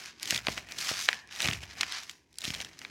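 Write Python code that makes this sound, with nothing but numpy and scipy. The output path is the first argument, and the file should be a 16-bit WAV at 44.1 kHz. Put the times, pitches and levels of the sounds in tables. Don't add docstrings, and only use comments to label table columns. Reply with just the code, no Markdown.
import sys
import numpy as np
from scipy import signal
from scipy.fft import rfft, irfft
from scipy.io import wavfile
from scipy.ndimage import uniform_filter1d

SR = 44100
rng = np.random.default_rng(int(sys.argv[2]) if len(sys.argv) > 2 else 0)


def waveform_to_disk(signal):
    frames = np.transpose(np.atleast_2d(signal))
    scaled = np.clip(frames, -1, 1) * 32767
    samples = np.round(scaled).astype(np.int16)
    wavfile.write(sys.argv[1], SR, samples)


N = 127890
TIME = np.arange(N) / SR

# start_s, level_db, pitch_hz, length_ms
CREASE_SNAPS = [(0.059, -40.1, 4330.0, 1.3), (0.198, -46.4, 3890.0, 1.5), (0.2256, -44.2, 5180.0, 1.0),
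                (0.2302, -30.1, 5080.0, 0.9), (0.2361, -44.8, 4710.0, 1.4), (0.2568, -35, 4120.0, 2),
                (0.2755, -35.9, 4400.0, 1.3), (0.3025, -31.7, 3320.0, 1.5), (0.3077, -21.4, 4110.0, 1.3),
                (0.324, -29.7, 2140.0, 1.4), (0.326, -36.0, 650.0, 2.5), (0.3468, -29.0, 3390.0, 2.0),
                (0.3614, -29.9, 3490.0, 1.7), (0.3775, -29.2, 3560.0, 1.4), (0.3914, -42.0, 3880.0, 2.0),
                (0.4495, -44.9, 2510.0, 1.6), (0.4695, -24.3, 2960.0, 2.3), (0.4708, -31.0, 900.0, 2.0),
                (0.4838, -26.6, 2200.0, 2.2), (0.4855, -29.0, 600.0, 2.5), (0.5785, -32.3, 2660.0, 2.3),
                (0.6884, -46.2, 2640.0, 2.1), (0.7214, -36.7, 4830.0, 1.5), (0.786, -32.1, 4230.0, 3.1),
                (0.8118, -35.0, 4570.0, 2.5), (0.8917, -28.1, 2920.0, 1.5), (0.9135, -37.0, 620.0, 2.5),
                (1.0833, -36.1, 2800.0, 2.5), (1.0884, -14.8, 2080.0, 1.1), (1.13, -26.6, 2430.0, 1.2),
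                (1.2745, -55.6, 5000.0, 1.0), (1.2914, -51.0, 2420.0, 1.2), (1.3251, -42.5, 3630.0, 1.0),
                (1.3614, -40.6, 4400.0, 1.2), (1.4042, -26.5, 3010.0, 2.0), (1.4207, -27.5, 4030.0, 2.4),
                (1.4284, -29.8, 3710.0, 1.7), (1.4438, -29.1, 3370.0, 2.9), (1.4572, -28.0, 2990.0, 2.8),
                (1.4751, -28.5, 2610.0, 1.3), (1.4863, -24.4, 2790.0, 1.5), (1.5121, -29.8, 3140.0, 2.1),
                (1.5316, -31.4, 3140.0, 2.8), (1.535, -33.3, 3730.0, 2.6), (1.635, -40.0, 3200.0, 5.0),
                (1.8105, -21.8, 3010.0, 0.6), (1.8141, -31.4, 4040.0, 1.0), (1.8322, -23.9, 2510.0, 1.1),
                (1.9224, -32.4, 4060.0, 2.5), (2.034, -43.1, 4130.0, 0.8), (2.0959, -35.5, 3600.0, 0.9),
                (2.1121, -47.0, 5250.0, 0.7), (2.329, -59, 5000.0, 1.2), (2.342, -59, 5000.0, 1.2),
                (2.357, -57, 5000.0, 1.2), (2.3856, -33.8, 5400.0, 1.8), (2.4075, -42.7, 4890.0, 1.2),
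                (2.4184, -37.8, 3720.0, 1.8), (2.4414, -33.7, 3370.0, 2.1), (2.4466, -33.1, 3910.0, 1.8),
                (2.4527, -30.8, 4110.0, 1.6), (2.4778, -35.6, 4000.0, 2.1), (2.488, -40.4, 4000.0, 1.5),
                (2.5044, -32.8, 3540.0, 1.8), (2.5424, -34.2, 4230.0, 2.1), (2.5489, -33.7, 3510.0, 2.5),
                (2.6033, -33.8, 3240.0, 1.5), (2.6135, -36.8, 4500.0, 2.0), (2.6208, -41.7, 3300.0, 1.2),
                (2.648, -38.6, 4020.0, 1.6), (2.7909, -42.1, 4940.0, 2.2), (2.8171, -42.5, 2900.0, 1.7),
                (2.8498, -34.7, 2260.0, 2.3)]
# pitch_ratio, gain_db
SNAP_SPECTRUM = [(.08, -50.5), (.27, -15.5), (.5, -6), (.85, 3), (1.35, -3.5), (2, -8.5), (3, -21),
                 (5, -35), (8, -50)]
# time_s, level_db
SQUEEZE_EFFORT = [(0, -50), (.10, -58), (.16, -78), (.22, -54.5), (.27, -47), (.31, -39), (.365, -35.5),
                  (.40, -48.5), (.45, -57.5), (.49, -40.5), (.55, -61), (.58, -36.5), (.61, -53),
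                  (.66, -60.5), (.71, -42.5), (.75, -51.5), (.80, -45.5), (.90, -43), (1.06, -55.5),
                  (1.10, -44), (1.14, -40.5), (1.18, -68), (1.29, -70), (1.34, -51), (1.39, -43.5),
                  (1.44, -31), (1.475, -33.5), (1.50, -38), (1.56, -45), (1.595, -56.5), (1.635, -43.5),
                  (1.67, -60), (1.76, -52), (1.81, -44), (1.92, -56.5), (2.04, -60), (2.14, -63.5),
                  (2.25, -80.5), (2.36, -72), (2.40, -57.5), (2.45, -42), (2.51, -47), (2.55, -42),
                  (2.58, -46.5), (2.61, -40.5), (2.65, -51.5), (2.72, -61), (2.78, -69.5), (2.82, -50),
                  (2.9, -63)]
# frequency_hz, gain_db
CRACKLE_SPECTRUM = [(50, -42), (200, -6.5), (500, -10), (750, -5), (1050, -13), (1600, -4), (2400, 0.5),
                    (3600, -12), (6000, -10.5), (9000, -20.5), (15500, -28)]
# time_s, level_db, tilt_db (positive is brighter)
SLIDE_STROKES = [(0, -49, 0), (.08, -46.5, -2), (.15, -71, -5), (.25, -46.5, -0.5), (.30, -51.5, 8),
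                 (.36, -39.5, 1.5), (.41, -61.5, 0), (.52, -42, 0.5), (.66, -65.5, -4), (.76, -63.5, 6.5),
                 (.79, -40, 2), (.85, -36.5, 0.5), (.91, -34, 0), (.955, -39.5, -1), (1.01, -36, 0.5),
                 (1.055, -45, 5.5), (1.075, -47, -1), (1.20, -54.5, -3), (1.24, -69, 1), (1.30, -72, -7.5),
                 (1.315, -50, -2), (1.42, -43, 1), (1.56, -60, 6), (1.60, -64.5, 2.5), (1.72, -57, -6),
                 (1.75, -65, -3.5), (1.79, -49, -4), (1.87, -48.5, -3), (1.92, -48, -6.5),
                 (1.98, -40, -2.5), (2.06, -54.5, -0.5), (2.11, -52, 0), (2.15, -65.5, 2), (2.28, -86, 2.5),
                 (2.37, -82.5, 9.5), (2.47, -50.5, 5.5), (2.62, -52, -0.5), (2.72, -63, -2),
                 (2.9, -60.5, -3)]
# frequency_hz, gain_db
FRICTION_SPECTRUM = [(50, -47), (250, -14), (480, -26), (750, -6.5), (1050, -5), (1500, 2.5), (2400, 1),
                     (3700, 1.5), (5200, 4), (6500, 0.5), (8500, -9.5), (11500, -12), (15500, -22.5)]
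# start_s, peak_db, pitch_hz
PANEL_THUMPS = [(0.325, -28, 244), (0.35, -37, 121), (.367, -39.5, 109), (.4835, -24.5, 274),
                (0.499, -34.5, 108), (.912, -32.5, 197), (1.429, -48, 170), (1.445, -30, 145),
                (1.458, -32.5, 124), (1.475, -62, 100), (1.486, -23, 140), (1.514, -33, 135),
                (1.545, -41.5, 109), (1.625, -53, 71), (2.447, -38.5, 202), (2.478, -30, 178),
                (2.502, -29.5, 157), (2.551, -44, 124)]
# time_s, level_db
ROLLING_LEVEL = [(0, -67), (.1, -63.5), (.2, -66.5), (.26, -54), (.37, -63), (.43, -70), (.50, -54),
                 (.60, -59.5), (.67, -66.5), (.79, -55), (.93, -68), (1.0, -65), (1.36, -67), (1.47, -44.5),
                 (1.55, -53), (1.59, -62), (1.68, -63), (1.73, -67), (1.80, -55), (1.9, -68), (2.38, -71),
                 (2.50, -60), (2.66, -56), (2.72, -67.5), (2.9, -58)]
# frequency_hz, gain_db
RUMBLE_SPECTRUM = [(40, -7.5), (70, -3), (130, -3), (260, -0.5), (380, -3), (550, -14), (1000, -34),
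                   (3000, -53.5)]
# frequency_hz, gain_db
REVERB_SPECTRUM = [(60, 30), (250, 8.5), (500, 1), (1000, 14), (1350, -9), (1700, 9), (2100, -4.5),
                   (2500, 3.5), (3100, 1.5), (6000, -31.5), (9000, -18.5), (15000, -32)]
# frequency_hz, gain_db
ROOM_TONE_SPECTRUM = [(25, -27.5), (45, -10), (65, 14), (110, -4.5), (230, -6), (450, -15), (1000, -4.5),
                      (3000, -67.5), (6000, -20.5), (10000, -48.5), (15000, -46)]

CUTOFF_HZ = 15850


def snaps(tear_db=6, ring_db=-2.5, tone_db=-19.5):
    lead_s, rise_s, ring_decay_s, tone_decay_s = .003, .00045, .0032, .0025
    level_window_s = .0045
    out, lead = np.zeros(N), int(lead_s * SR)
    t = np.arange(-lead, SR // 20) / SR
    radius = np.exp(-1 / (tone_decay_s * SR))
    for start_s, level_db, pitch_hz, length_ms in CREASE_SNAPS:
        tear_noise, ring_noise = rng.standard_normal((2, len(t)))
        tear_decay_s = .55 * length_ms / 1000
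        fractures = tear_noise * np.exp(np.minimum(t / rise_s, -t / tear_decay_s))
        sheet_ring = ring_noise * (t > 0) * np.exp(-t / ring_decay_s)
        force = from_db(tear_db) * length_ms * energy_one(fractures)
        force += from_db(ring_db) * energy_one(sheet_ring)
        force[lead] -= 1
        pop = energy_one(colour(force, np.array(SNAP_SPECTRUM) * [pitch_hz, 1]))
        resonance = [1, -2 * radius * np.cos(2 * np.pi * pitch_hz / SR), radius ** 2]
        fold_tone = energy_one(signal.lfilter([1, 0, -1], resonance, pop))
        snap = energy_one(pop + from_db(tone_db) * fold_tone)
        add(out, start_s - lead_s, from_db(level_db) * np.sqrt(level_window_s * SR) * snap)
    return out


def crackle(creases_per_s=1000, decay_s=.0011):
    effort_db, = in_time(SQUEEZE_EFFORT)
    releases = grains(creases_per_s, spread_db=4.2) ** 2 + 1e-12
    power = signal.lfilter([1], [1, -np.exp(-2 / (decay_s * SR))], releases)
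    power /= uniform_filter1d(power, size=1800)
    bursts = np.sqrt(power) * rng.standard_normal(N)
    return from_db(effort_db) * rms_one(colour(bursts, CRACKLE_SPECTRUM))


def slide(fibres_per_s=9000, judders_per_s=570, judder_db=3.12):
    level_db, tilt_db = in_time(SLIDE_STROKES)
    catches = grains(fibres_per_s, spread_db=3.5) * rng.choice([-1, 1], N)
    judder = np.interp(TIME * judders_per_s, np.arange(N), rng.standard_normal(N))
    hiss = rms_one(colour(catches, FRICTION_SPECTRUM))
    lows = signal.sosfilt(signal.butter(1, 3500, fs=SR, output="sos"), hiss)
    tilted = lows * from_db(-2 * tilt_db) + (hiss - lows) * from_db(2 * tilt_db)
    return from_db(level_db + judder_db * judder) * tilted


def thumps(rise_cycles=.45, decay_cycles=.24, pitch_sag=.25):
    out, t = np.zeros(N), np.arange(SR // 10) / SR
    for start_s, peak_db, pitch_hz in PANEL_THUMPS:
        cycles = pitch_hz * t
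        envelope = np.minimum(cycles / rise_cycles, 1) ** 2 * np.exp(-cycles / decay_cycles)
        swing = envelope * np.sin(2 * np.pi * np.log1p(pitch_sag * cycles) / pitch_sag)
        add(out, start_s, from_db(peak_db) * swing / np.abs(swing).max())
    return out


def rumble():
    level_db, = in_time(ROLLING_LEVEL)
    return from_db(level_db) * rms_one(colour(rng.standard_normal(N), RUMBLE_SPECTRUM))


def cupped_hands(x, delays_s=(.000918, .0018, .0031), echo_gain=.12, delay_swing=.17, moves_per_s=9):
    out = x.copy()
    for delay_s in delays_s:
        motion = np.interp(TIME * moves_per_s, np.arange(N), rng.uniform(-1.06, 1, N))
        out += echo_gain * np.interp(TIME - delay_s * (1 + delay_swing * motion), TIME, x)
    return out


def reverberation(x, low_t60_s=.74, treble_t60_s=.49, split_hz=3500, onset_s=.0026, gain_db=-26.5):
    t = np.arange(SR // 2) / SR
    low_noise, treble_noise = rng.standard_normal((2, len(t)))
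    lows = band(low_noise, 75, split_hz) * from_db(-60 * t / low_t60_s)
    treble = band(treble_noise, split_hz, CUTOFF_HZ) * from_db(-60 * t / treble_t60_s)
    tail = energy_one((lows + treble) * np.minimum(t / onset_s, 1))
    return from_db(gain_db) * signal.fftconvolve(x, colour(tail, REVERB_SPECTRUM))[:N]


def room_tone(level_db=-73.5):
    return from_db(level_db) * rms_one(colour(rng.standard_normal(N), ROOM_TONE_SPECTRUM))


def grains(per_s, spread_db):
    sizes = from_db(spread_db * np.minimum(rng.exponential(1, N), 3.2))
    return sizes * (rng.random(N) < per_s / SR)


def colour(x, spectrum, size=4096):
    frequency_hz, gain_db = np.transpose(spectrum)
    bins_hz = np.fft.rfftfreq(size, 1 / SR)
    gain = from_db(np.interp(np.log(bins_hz + 1), np.log(frequency_hz), gain_db))
    cepstrum = irfft(np.log(gain))
    cepstrum[1:size // 2] *= 2
    cepstrum[size // 2 + 1:] = 0
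    response = irfft(np.exp(rfft(cepstrum)))
    return signal.fftconvolve(x, response)[:len(x)]


def band(x, low_hz, high_hz):
    return signal.sosfilt(signal.butter(2, [low_hz, high_hz], "band", fs=SR, output="sos"), x)


def from_db(db):
    return 10 ** (np.asarray(db) / 20)


def rms_one(x):
    return x / np.sqrt(np.mean(x ** 2) + 1e-20)


def energy_one(x):
    return x / np.sqrt(np.sum(x ** 2) + 1e-20)


def in_time(rows):
    time_s, *columns = np.transpose(rows)
    return [np.interp(TIME, time_s, column) for column in columns]


def add(out, start_s, sound):
    i = max(int(start_s * SR), 0)
    out[i:i + len(sound)] += sound[:max(N - i, 0)]


def scene():
    paper = snaps() + cupped_hands(crackle() + slide()) + thumps() + rumble()
    background = room_tone()
    return (paper + reverberation(paper) + background)[None]


def record(dry, bass_cut_hz=54):
    high_pass = signal.butter(5, bass_cut_hz, "high", fs=SR, output="sos")
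    low_pass = signal.ellip(10, .2, 70, CUTOFF_HZ, fs=SR, output="sos")
    return signal.sosfilt(low_pass, signal.sosfilt(high_pass, dry))


dry = scene()
out = record(dry)
waveform_to_disk(out)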